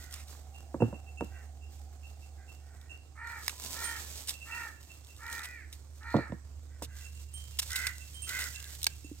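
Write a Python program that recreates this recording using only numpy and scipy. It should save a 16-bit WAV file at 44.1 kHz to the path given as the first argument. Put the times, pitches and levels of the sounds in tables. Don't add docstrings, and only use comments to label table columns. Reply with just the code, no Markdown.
import sys
import numpy as np
from scipy import signal
from scipy.fft import rfft, irfft
from scipy.io import wavfile
from scipy.ndimage import uniform_filter1d

SR = 44100
rng = np.random.default_rng(int(sys.argv[2]) if len(sys.argv) > 2 else 0)


def elevation(decibels):
    levels = np.asarray(decibels, float)
    return 10 ** (levels / 20)


def transcribe(u):
    v = np.clip(np.atleast_2d(u).T, -1, 1)
    q = np.round(v * 32767).astype(np.int16)
    wavfile.write(sys.argv[1], SR, q)


N = 405719
CLOSER_S = 6.84


def evened(x):
    return x / np.sqrt(np.mean(x ** 2) + 1e-20)


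def read(points, hz):
    f, value = np.transpose(points)
    return np.interp(np.log(hz + 1), np.log(f + 1), value)


def curve(rows, t):
    s, *columns = np.transpose(rows)
    return [np.interp(t, s, c) for c in columns]


def add(mix, s, sound):
    at = round(s * SR)
    sound = sound[..., max(-at, 0):]
    part = mix[..., max(at, 0):][..., :sound.shape[-1]]
    part += sound[..., :part.shape[-1]]


def colour(x, points):
    hz = np.fft.rfftfreq(x.shape[-1], 1 / SR)
    return irfft(rfft(x) * elevation(read(points, hz)), x.shape[-1])


def drift(size, hz):
    return evened(signal.sosfilt(signal.butter(2, hz, fs=SR, output="sos"), rng.standard_normal(size)))


def ring(hz, db, t60, t):
    return elevation(db - 60 * t / t60) * np.sin(2 * np.pi * hz * t)


def place(x, pan_db, count=5):
    left, right = elevation(pan_db / 2), elevation(-pan_db / 2)
    return np.array([left * np.roll(x, -count), right * x]) * 2 / (left + right)


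# pitch_hz, left_lead_rad, left_right_db
PORTS = [(0, 0, -4.5), (2900, 1.9, -3), (4600, 2.3, -5), (7000, 1.3, -1.5), (16500, 1.6, -1.5)]


def ports(x):
    lead, pan_db = curve(PORTS, np.fft.rfftfreq(len(x), 1 / SR))
    turn = np.exp(.5j * lead) * elevation(pan_db / 2)
    return irfft(rfft(x) * np.array([turn, 1 / turn]), len(x))


# pitch_hz, t60_s
FIELD_DECAY = [(500, 0.2), (2000, 0.44), (5000, 0.11), (12000, 0.017)]


def echoes(x):
    taps = rng.choice([-1., 1.], (2, SR // 2)) * (rng.random((2, SR // 2)) < .05)
    taps[:, :300] = 0
    hz, t, z = signal.stft(taps, SR, nperseg=256)
    fading = z * elevation(-60 * t / read(FIELD_DECAY, hz)[:, None])
    tail = signal.istft(fading, SR, nperseg=256)[1]
    return signal.fftconvolve(x[None], tail / np.linalg.norm(tail[0]), axes=1)[:, :N]


def scatter(x):
    taps = rng.standard_normal((2, 300)) * elevation(-60 * np.arange(300) / SR / 0.023)
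    return signal.oaconvolve(x[None], taps / np.linalg.norm(taps[0]), axes=1)[:, :N]


# pitch_hz, level_db per Hz
AIR = [(20, -32), (46, -30), (75, 7.5), (120, -23.5), (190, -44), (300, -15.5), (870, -35.5), (1150, -36.5),
       (2700, -32.5), (3200, -35.5), (7700, -26), (8900, -28), (9700, -98), (16000, -55)]
# pitch_hz, likeness
SAME = [(60, 0.79), (130, 1), (300, 0.67), (700, 0.14), (1400, 0.1), (4000, 0.081), (15000, 0.079)]


def air():
    frames, hz = N // 512 + 5, np.fft.rfftfreq(2048, 1 / SR)
    a, b, c, d, patches = rng.standard_normal((frames, 1025, 5)).T
    patches = evened(uniform_filter1d(uniform_filter1d(patches, 24, 0), 10, 1))
    same, left = read(SAME, hz)[:, None], a + 1j * b
    right = same * left + np.sqrt(1 - same ** 2) * (c + 1j * d)
    z = np.array([left * elevation(-12.5), right])
    z *= elevation(read(AIR, hz)[:, None] + 2.2 * patches)
    power = elevation(2 * read(AIR, hz))
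    level = np.sqrt(np.sum(power) / np.sum(power[7:]))
    return elevation(-66) * level * evened(signal.istft(z, nperseg=2048, noverlap=1536)[1][:, :N])


# time_s, level_db
HUM = [(0, -45.5), (.55, -48), (1.1, -45.5), (2, -46.5), (3.4, -51.5), (4, -48), (4.8, -53.5), (6, -47.5),
       (7.2, -45), (9.2, -48.5)]
# time_s, level_db
WHINE = [(0.0, -69.5), (0.71, -62), (3.3, -70.5)]
# pitch_hz, level_db
FAINT = [(128, -70), (261, -74.5)]


def engine():
    t = np.arange(N) / SR
    hum = np.sin(2 * np.pi * np.cumsum(72.9 + 0.84 * drift(N, 11.4)) / SR)
    hum *= elevation(curve(HUM, t)[0] + 2.0 + 1.77 * drift(N, 21))
    rumble_bands = [(70, -37), (100, 2.5), (140, -8.5), (200, -16.5), (330, -66)]  # Hz, dB
    rumble = evened(colour(rng.standard_normal(N), rumble_bands))
    rumble *= elevation(np.where(t < CLOSER_S, -69, -60) + 0.5)
    tones = np.zeros(N)
    for hz, db in FAINT:
        turns = np.cumsum(hz + 1.61 * drift(N, 3.0)) / SR
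        tones += np.sin(2 * np.pi * turns) * elevation(db + 1.6 * drift(N, 1.0))
    drone_bands = [(600, -14.5), (715, -3.0), (765, -1.0), (820, -6.5), (950, -35.0)]  # Hz, dB
    drone = evened(colour(rng.standard_normal(N), drone_bands))
    drone *= elevation(curve(WHINE, t)[0]) * np.clip(3.6 - t, 0, 1)
    return place(hum + rumble + tones + drone, -5.0, count=6)


def caw(start, end, db, top_hz, arch, throat, rattle_hz, hoarse, high_db=0, dull_db=4):
    rise, fall = arch
    u = np.linspace(-1, 1, round((end - start) * SR))
    size = len(u)
    hz = top_hz / 4 * (1 - np.where(u < 0, rise * abs(u) ** 4, fall * abs(u) ** 2.2))
    depth = min(.01 + .04 * hoarse, .022)
    hoarse = np.clip(hoarse + 0.32 * u ** 4, 0, 1)
    shake = 2 * np.pi * np.cumsum(rattle_hz * (1 + .3 * drift(size, 30))) / SR
    turns = np.cumsum(hz * (1 + depth * np.sin(shake) + 0.008 * drift(size, 77))) / SR
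    voice = np.zeros(size)
    for k in range(1, 11):
        wobble = drift(size, 138) + 1j * drift(size, 81)
        clear = (1 - hoarse) * (1 + .55 * np.cos(shake + .7 * k))
        strength = clear + hoarse * min(k / 3, 1) * wobble
        level_db = read(throat, k * hz) + high_db * (k > 7) - dull_db * max(k - 3, 0) * u ** 2
        voice += elevation(level_db) * (strength * np.exp(2j * np.pi * k * turns)).real
    return start, elevation(db - 19 * abs(u) ** 4) * evened(voice) * signal.windows.tukey(size, .1)


# start_s, end_s, level_db, fourth_harmonic_top_hz, closing_fall (0-1)
FAR_CAWS = [
    (-0.2, 0.242, -60, 1952, 0.03),
    (1.295, 1.47, -60.5, 1547, 0.24),
    (2.362, 2.487, -66.5, 1605, 0.14),
    (2.563, 3.045, -69, 1503, 0.01),
    (5.687, 5.76, -75, 1816, 0.027),
    (6.679, 6.818, -69.5, 1540, 0.16),
    (6.847, 7.112, -63, 1604, 0.3),
    (8.497, 8.788, -60.5, 1635, 0.34),
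]
# start_s, end_s, level_db, fourth_harmonic_top_hz, high_partials_db as the head turns
NEAR_CAWS = [
    (3.146, 3.45, -45, 1870, 2),
    (3.728, 4.02, -43.5, 1860, 2),
    (4.447, 4.725, -44.5, 1885, 2),
    (5.18, 5.466, -45, 1865, 2),
    (5.995, 6.315, -45, 1870, 12),
]
# start_s, end_s, level_db, fourth_harmonic_top_hz
FALLING_CAW = (5.29, 5.7, -51, 1970)
# start_s, end_s, level_db, fourth_harmonic_top_hz
LOW_CAW = (3.48, 4, -63, 2039.5)
# start_s, end_s, level_db, fourth_harmonic_top_hz
HIGH_CAWS = [
    (7.686, 7.936, -39, 2043),
    (8.262, 8.501, -39.5, 2020),
]
# pitch_hz, level_db
FAR_THROAT = [(900, -40), (1300, -10), (1600, 0), (2000, -4), (2400, -15), (3000, -40)]
NEAR_THROAT = [(460, -34), (930, -8), (1400, -4), (1860, 0), (2300, -8), (3400, -44), (4250, -21),
               (5000, -36)]
FALLING_THROAT = [(1100, -34), (1500, -9), (1900, 0), (2400, -5), (2900, -30)]
LOW_THROAT = [(700, -30), (1000, 0), (1400, -25), (2000, -40)]
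HIGH_THROAT = [(500, -46), (1000, -25), (1520, -2), (2050, 0), (2550, -13), (3100, -19), (5000, -22)]


def crows():
    near, high, far = np.zeros((3, N))
    high_arch = (.07, .06)
    for *row, fall in FAR_CAWS:
        add(far, *caw(*row, (0.05, fall), FAR_THROAT, 75, .42))
    for *row, high_db in NEAR_CAWS:
        add(near, *caw(*row, (.13, .13), NEAR_THROAT, 67, .37, high_db))
    add(far, *caw(*LOW_CAW, high_arch, LOW_THROAT, 75, .25))
    add(far, *caw(*FALLING_CAW, (.08, .51), FALLING_THROAT, 85, .17, dull_db=3))
    for row in HIGH_CAWS:
        add(high, *caw(*row, high_arch, HIGH_THROAT, 75, .42))
    direct = place(near, -3.5, count=3) + place(high, -6, count=4) + place(far, -4, count=2)
    wet = echoes(elevation(-12) * near + elevation(-17) * high + elevation(-14) * far)
    return direct + wet * elevation(np.array([[-2.1], [2.1]]))


# start_s, level_db
BRUSHES = [(0, -55), (.13, -55.5), (.3, -57.5), (.54, -66), (.85, -66.5), (1.25, -64.5), (2.06, -67.5),
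           (2.22, -67), (2.52, -68), (2.83, -74), (4.83, -61), (4.92, -61), (5.08, -60), (5.33, -51.5),
           (5.56, -72), (5.735, -64.5), (5.96, -65), (6.11, -62.5), (6.98, -55.5), (7.35, -61),
           (7.765, -47), (8.41, -43.5)]
# start_s, hold_s, level_db
PULLS = [(1.724, 0.057, -65), (3.293, 0.09, -60.5), (3.442, 0.089, -53), (3.613, 0.34, -48),
         (3.915, 0.29, -52), (4.28, 0.058, -54), (4.456, .2, -58), (5.184, 0.29, -63), (7.05, 0.18, -65),
         (7.383, 0.16, -60), (7.616, 0.23, -52.5), (7.907, 0.36, -58.5), (8.288, 0.087, -47.5),
         (8.486, 0.27, -54.5), (8.87, 0.32, -62.5)]


def handling():
    t = np.arange(0, N, 64) / SR
    grip_db_per_s, let_go_db_per_s = 293, 137
    rustle = elevation(-74) + 0 * t
    for s, hold, db in PULLS + [(s, 0, db) for s, db in BRUSHES]:
        grip_db = grip_db_per_s * np.maximum(s - t, 0)
        let_go_db = let_go_db_per_s * np.maximum(t - s - hold, 0)
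        rustle = np.hypot(rustle, elevation(db - grip_db - let_go_db))
    scuff = np.hypot(elevation(-68.5), elevation(-56) * (rustle / elevation(-44.0)) ** 0.87)
    scuff *= elevation(-6 * (t > CLOSER_S))
    for s, db, *_ in THUDS:
        scuff = np.hypot(scuff, (t > s) * elevation(db - 44.5 - 60 * abs(t - s)))
    return [np.interp(np.arange(N) / SR, t, gain) for gain in (rustle, scuff)]


# pitch_hz, level_db per Hz
RUSTLE = [(1200, -11), (2000, -5), (3500, 2), (5500, 3.5), (8200, 5.5), (9000, -1), (10200, -6.5),
          (15900, -16.5)]
# pitch_hz, level_db per Hz
SCUFF = [(120, 16.5), (300, 12), (700, 11.5), (1400, 5), (2600, -8), (4000, -97)]
# pitch_hz, level_db per Hz
FIZZ = [(8000, -34), (9500, -18), (10200, -6.5), (13000, 5), (15900, -0.5)]


def hands():
    rustle, scuff = handling()
    flicker = elevation(2.45 * drift(N, 25.4))
    crackle = rng.standard_normal((2, N)) * elevation(5.8 * np.minimum(rng.exponential(1, N), 3.2))
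    crackle *= rng.random(N) < 900 / SR
    grain = evened(rng.standard_normal((2, N)) + 0.7 * evened(crackle)) * flicker
    both = evened(colour(grain, RUSTLE)) * rustle * elevation(6.5)
    both += evened(colour(grain, SCUFF)) * scuff * elevation(3.5)
    both += evened(colour(grain, FIZZ)) * elevation(-46) * (rustle / elevation(-45.5)) ** 1.035
    diffuse = np.array([both[1] * 0.38, np.roll(both[1], 999)])
    return ports(both[0]) * 0.53 + 0.76 * diffuse


# pitch_hz, level_db per Hz
SNAP = [(3000, 5.5), (4500, 6.5), (7200, 5), (8800, 8), (10200, -3), (12500, 1.5), (16000, -8)]


def stalk(burst, low_db):
    low = [(350, low_db - 20), (800, low_db + 8.0), (2500, low_db + 16.5)]
    return colour(np.roll(burst, 64), low + SNAP)


# start_s, peak_db
TICKS = [(0.109, -40), (0.281, -43), (0.821, -53), (1.244, -46), (2.813, -46), (3.272, -41.5),
         (3.4118, -48), (3.4243, -40), (3.433, -41), (3.4448, -41), (3.6064, -41), (4.0274, -48),
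         (4.1606, -46), (4.174, -33.5), (4.2925, -20), (4.339, -36), (5.2983, -33), (5.437, -42),
         (8.559, -31), (8.6007, -31.5), (8.75, -36), (8.8164, -33), (8.855, -31), (9.1278, -50)]
# start_s, length_s, rms_db, low_part_db
SCRAPES = [
    (0.121, 0.12, -54, -6.5),
    (0.283, 0.052, -66, -25),
    (4.278, 0.039, -37, -17),
    (5.43, 0.036, -43.5, -5.5),
    (6.821, 0.039, -44.5, -16),
    (7.587, 0.015, -25.5, -17.5),
    (7.618, 0.021, -38.5, -12.5),
    (8.397, 0.035, -40, -16),
]
# start_s, peak_db, low_part_db, t60_s
SNAPS = [(0.125, -33, -29, 0.017), (0.139, -30, -14, 0.032), (1.2079, -38, -2, 0.012),
         (3.464, -34, -4, 0.02), (3.48, -12.5, -7.5, 0.0051), (3.494, -24.5, -4, 0.021),
         (3.9644, -31, -4, 0.035), (4.273, -30, -37, 0.024), (4.5958, -36, -10, 0.0099),
         (5.326, -30.5, -32, 0.023), (7.705, -28.5, -17, 0.017), (7.7164, -24, -27, 0.027),
         (7.757, -20, -16, 0.077), (7.868, -17, -8.5, 0.024), (8.2911, -24, -14, 0.029),
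         (8.389, -25, -9, 0.025), (8.83, -20.5, -28, 0.0093), (8.8426, -15, -19, 0.01),
         (8.8664, -12, -13, 0.016)]
# start_s, peak_db
CREAKS = [(4.8094, -50), (4.8294, -45), (5.0469, -45), (5.0694, -45), (5.1642, -44), (5.1811, -49),
          (5.22, -49), (5.2335, -46), (5.265, -38), (5.28, -40), (5.3394, -42), (5.356, -39), (5.3807, -38),
          (5.3844, -48), (5.3921, -32), (5.4176, -55), (5.4176, -38), (5.455, -33), (5.5473, -47),
          (7.6779, -35), (7.7308, -26), (7.8002, -33), (7.8194, -36), (7.9533, -40), (8.4397, -26),
          (8.6418, -33)]
# pitch_hz, level_db, t60_s
LAST_CUT = [(884, -31, 0.02), (1636, -27, 0.018), (3050, -23, 0.015), (4450, -12, 0.017),
            (5800, -24, 0.014)]


def snaps():
    out, t = np.zeros(N), np.arange(2048) / SR
    ticks = [(s, db, -19.5, 0.016) for s, db in TICKS]
    creaks = [(s, db, -37, 0.0095) for s, db in CREAKS]
    for s, db, low_db, t60 in SNAPS + ticks + creaks:
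        burst = rng.standard_normal(2048) * elevation(-60 * t / t60) * np.minimum(t / 0.0013, 1)
        crack = stalk(burst, min(low_db, -4))
        add(out, s - 64 / SR, elevation(db) * crack / abs(crack).max())
    add(out, 8.868, sum(ring(*mode, t) for mode in LAST_CUT) * np.minimum(t / 0.00059, 1))
    for s, length, db, low_db in SCRAPES:
        grains = rng.standard_normal(6000) * elevation(3.5 * drift(6000, 350))
        corners_s = [0, .003, .7 * length, length, length + .006]
        stroke = np.interp(np.arange(6000) / SR, corners_s, [0, 1, 1, .3, 0])
        add(out, s, elevation(db) * evened(stalk(grains, low_db)) * stroke)
    return out


# start_s, peak_db, centre_hz, t60_s
SKINS = [(0.143, -58, 1200, .03), (0.163, -48, 1300, .03), (0.298, -49.5, 1100, 0.054),
         (0.328, -46.5, 900, 0.041), (0.35, -49, 990, 0.038), (3.525, -47, 810, 0.08),
         (5.727, -37, 7060, 0.07), (6.031, -46, 3350, .02), (6.104, -45, 4200, .02),
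         (6.165, -37, 4080, 0.036), (6.321, -45, 3040, .02)]


def skins():
    out, t = np.zeros(N), np.arange(2048) / SR
    for s, db, hz, t60 in SKINS:
        burst = np.roll(rng.standard_normal(2048) * elevation(-60 * t / t60), 64)
        band = [(hz / 4, -30), (hz / 3.6, -5), (hz, 0), (1.9 * hz, -8), (3 * hz, -30)]
        knock = colour(burst, band)
        add(out, s - 64 / SR, elevation(db) * knock / abs(knock).max())
    return out


# start_s, peak_db, higher_twin_share (0-1)
CLINKS = [(0.538, -62.5, 0.75), (0.8005, -53, 0.48), (0.934, -62, 0.5), (1.065, -61, 0), (1.1724, -54, 0.4),
          (1.34, -62, 0.47), (1.6104, -64, 0.58), (2.0317, -56, 0.48), (2.221, -65, 0.4),
          (2.48, -56.5, 0.43), (4.3326, -54.5, 0.47), (4.4073, -50, 0.37), (4.5106, -47.5, 0.2),
          (4.5468, -56, 0.1), (4.6057, -59, 0.3), (4.7605, -68, 0.45), (4.893, -60, 0.3),
          (5.087, -63, 0.37), (6.9, -70, 0.6), (6.9717, -73, 0.6), (7.001, -68.5, 0.5), (7.149, -66, 0.64),
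          (7.22, -73, .3), (7.28, -72, .7), (7.0433, -61, 0.4), (2.8944, -52.5, 0.6), (7.5156, -65.5, 1),
          (7.899, -63.5, 0.95), (7.999, -62, 0.2), (8.06, -64.5, 0.3), (8.226, -55, 0.4), (8.544, -53, .5),
          (8.9, -64, 0.4), (9.041, -61, 0.4)]
# pitch_hz, level_db, t60_s
DULL_METAL = [(2687, 7, 0.12), (2764, 1, 0.4), (5250, 1, 0.36), (6730, 7, 0.32), (7585, -13, 0.28),
              (8500, 5, 0.3)]
# start_s, peak_db, top_ring_hz, low_ring_db
PINGS = [
    (3.842, -32.5, 8800, -22),
    (7.339, -40, 8640, -14.5),
    (8.1425, -47.5, 8600, -5.5),
    (8.2216, -36, 8640, -15.5),
]


def metal():
    out, t = np.zeros(N), np.arange(SR // 4) / SR
    for s, db, twin in CLINKS:
        upper_db = -22.5 if s < CLOSER_S else -8.5
        upper = elevation(upper_db + rng.uniform(0, 0.19, len(DULL_METAL) - 2))
        share = np.append([1 - twin, twin], upper)
        tap = sum(w * ring(*mode, t) for w, mode in zip(share, DULL_METAL))
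        add(out, s, elevation(db + 2.5 + 4.0 * drift(len(t), 45)) * tap * np.minimum(t / .003, 1))
    t60 = 0.22
    for s, db, hz, low_db in PINGS:
        ping = ring(hz, 0, t60, t) + ring(3130, low_db, .55, t)
        ping += ring(1.163 * hz, -11 - 9 * (s < CLOSER_S), .7 * t60, t)
        for ratio, upper_db in [(1.33, -20), (1.42, -19), (1.79, -20)]:
            ping += ring(ratio * hz, upper_db, .4 * t60, t)
        add(out, s, elevation(db) * ping)
    return out


# start_s, peak_db, main_ring_hz, brightness_db per octave
THUDS = [(0.7424, -25, 141, 3.5), (0.804, -26.5, 190, 2), (0.8207, -13, 222, -3), (0.837, -34, 113, -1),
         (0.88, -35.5, 178, -5), (0.927, -33, 119, 2), (1.208, -26.5, 304, 7), (1.222, -30.5, 200, -1),
         (6.142, -14.5, 207, 3), (6.151, -19.5, 125, -7.5), (6.165, -20.5, 113, 1.5),
         (6.185, -22.5, 208, 0), (6.21, -46, 129, -14), (6.296, -37.5, 165, -11), (6.321, -29, 169, -0.2),
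         (6.82, -33.5, 105, 6.5)]
# pitch_hz, level_db, t60_s
BOARD = [(113, -2.5, 0.21), (165, -6, 0.077), (232.5, 6, 0.08), (301, -4, 0.12), (343, 0, 0.1),
         (459, -7.5, 0.11), (551, 4.5, 0.046), (691, 0.5, 0.028), (933, -3, 0.035), (1100, -11, 0.028),
         (1314, -9, 0.015), (1780, -22, 0.011)]
# pitch_hz, level_db per Hz
PUFF = [(60, -39), (130, 2), (400, -9.5), (1000, -24), (2500, -46), (6000, -59)]
# start_s, peak_db, pitch_hz, t60_s
TAPS = [
    (9.045, -38.5, 295, 0.065),
    (9.114, -32.5, 296, 0.058),
]


def thuds():
    out, t = np.zeros(N), np.arange(8000) / SR
    sweep, sweep_s = 1.167, 0.0058
    bent_t = t + sweep * sweep_s * (1 - np.exp(-t / sweep_s))
    for s, db, hz, bright_db in THUDS:
        detune = rng.uniform(.96, 1.04, len(BOARD))
        body = np.zeros(len(t))
        for k, (f, mode_db, t60) in enumerate(BOARD):
            mode = ring(f * detune[k], mode_db + bright_db * np.log2(f / 300), t60, t)
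            body += mode * (-1) ** k * (1 - np.exp(-t * f / 0.28))
        main = elevation(5.5 - 60 * t / 0.093) * np.sin(2 * np.pi * hz * bent_t)
        body -= main * np.minimum(t / 0.00069, 1)
        puff = colour(rng.standard_normal(len(t)), PUFF) * elevation(-60 * t / 0.09)
        puff *= np.minimum(t / 0.00054, 1)
        add(out, s, elevation(db) * (body / abs(body).max() + elevation(-5) * puff / abs(puff).max()))
    for s, db, hz, t60 in TAPS:
        add(out, s, ring(hz, db, t60, t) * np.minimum(t / 0.0023, 1))
    return out


def scene():
    cracks, clinks = snaps() + skins(), metal()
    knocks = signal.sosfilt(signal.butter(2, 60, "high", fs=SR, output="sos"), thuds())
    near = ports(cracks + knocks) + place(clinks, -11)
    near += elevation(-8) * scatter(cracks)
    wet = echoes(elevation(-28) * cracks + elevation(-19.5) * knocks + elevation(-4) * clinks)
    return air() + engine() + crows() + hands() + near + wet


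def low_pass(x):
    return signal.sosfilt(signal.butter(12, 16960, fs=SR, output="sos"), x)


def record(dry):
    lowpass = signal.firwin(511, 16000, window=("kaiser", 6), fs=SR)
    limited = signal.oaconvolve(dry, lowpass[None], "same")
    return low_pass(limited)


dry = scene()
out = record(dry)
transcribe(out)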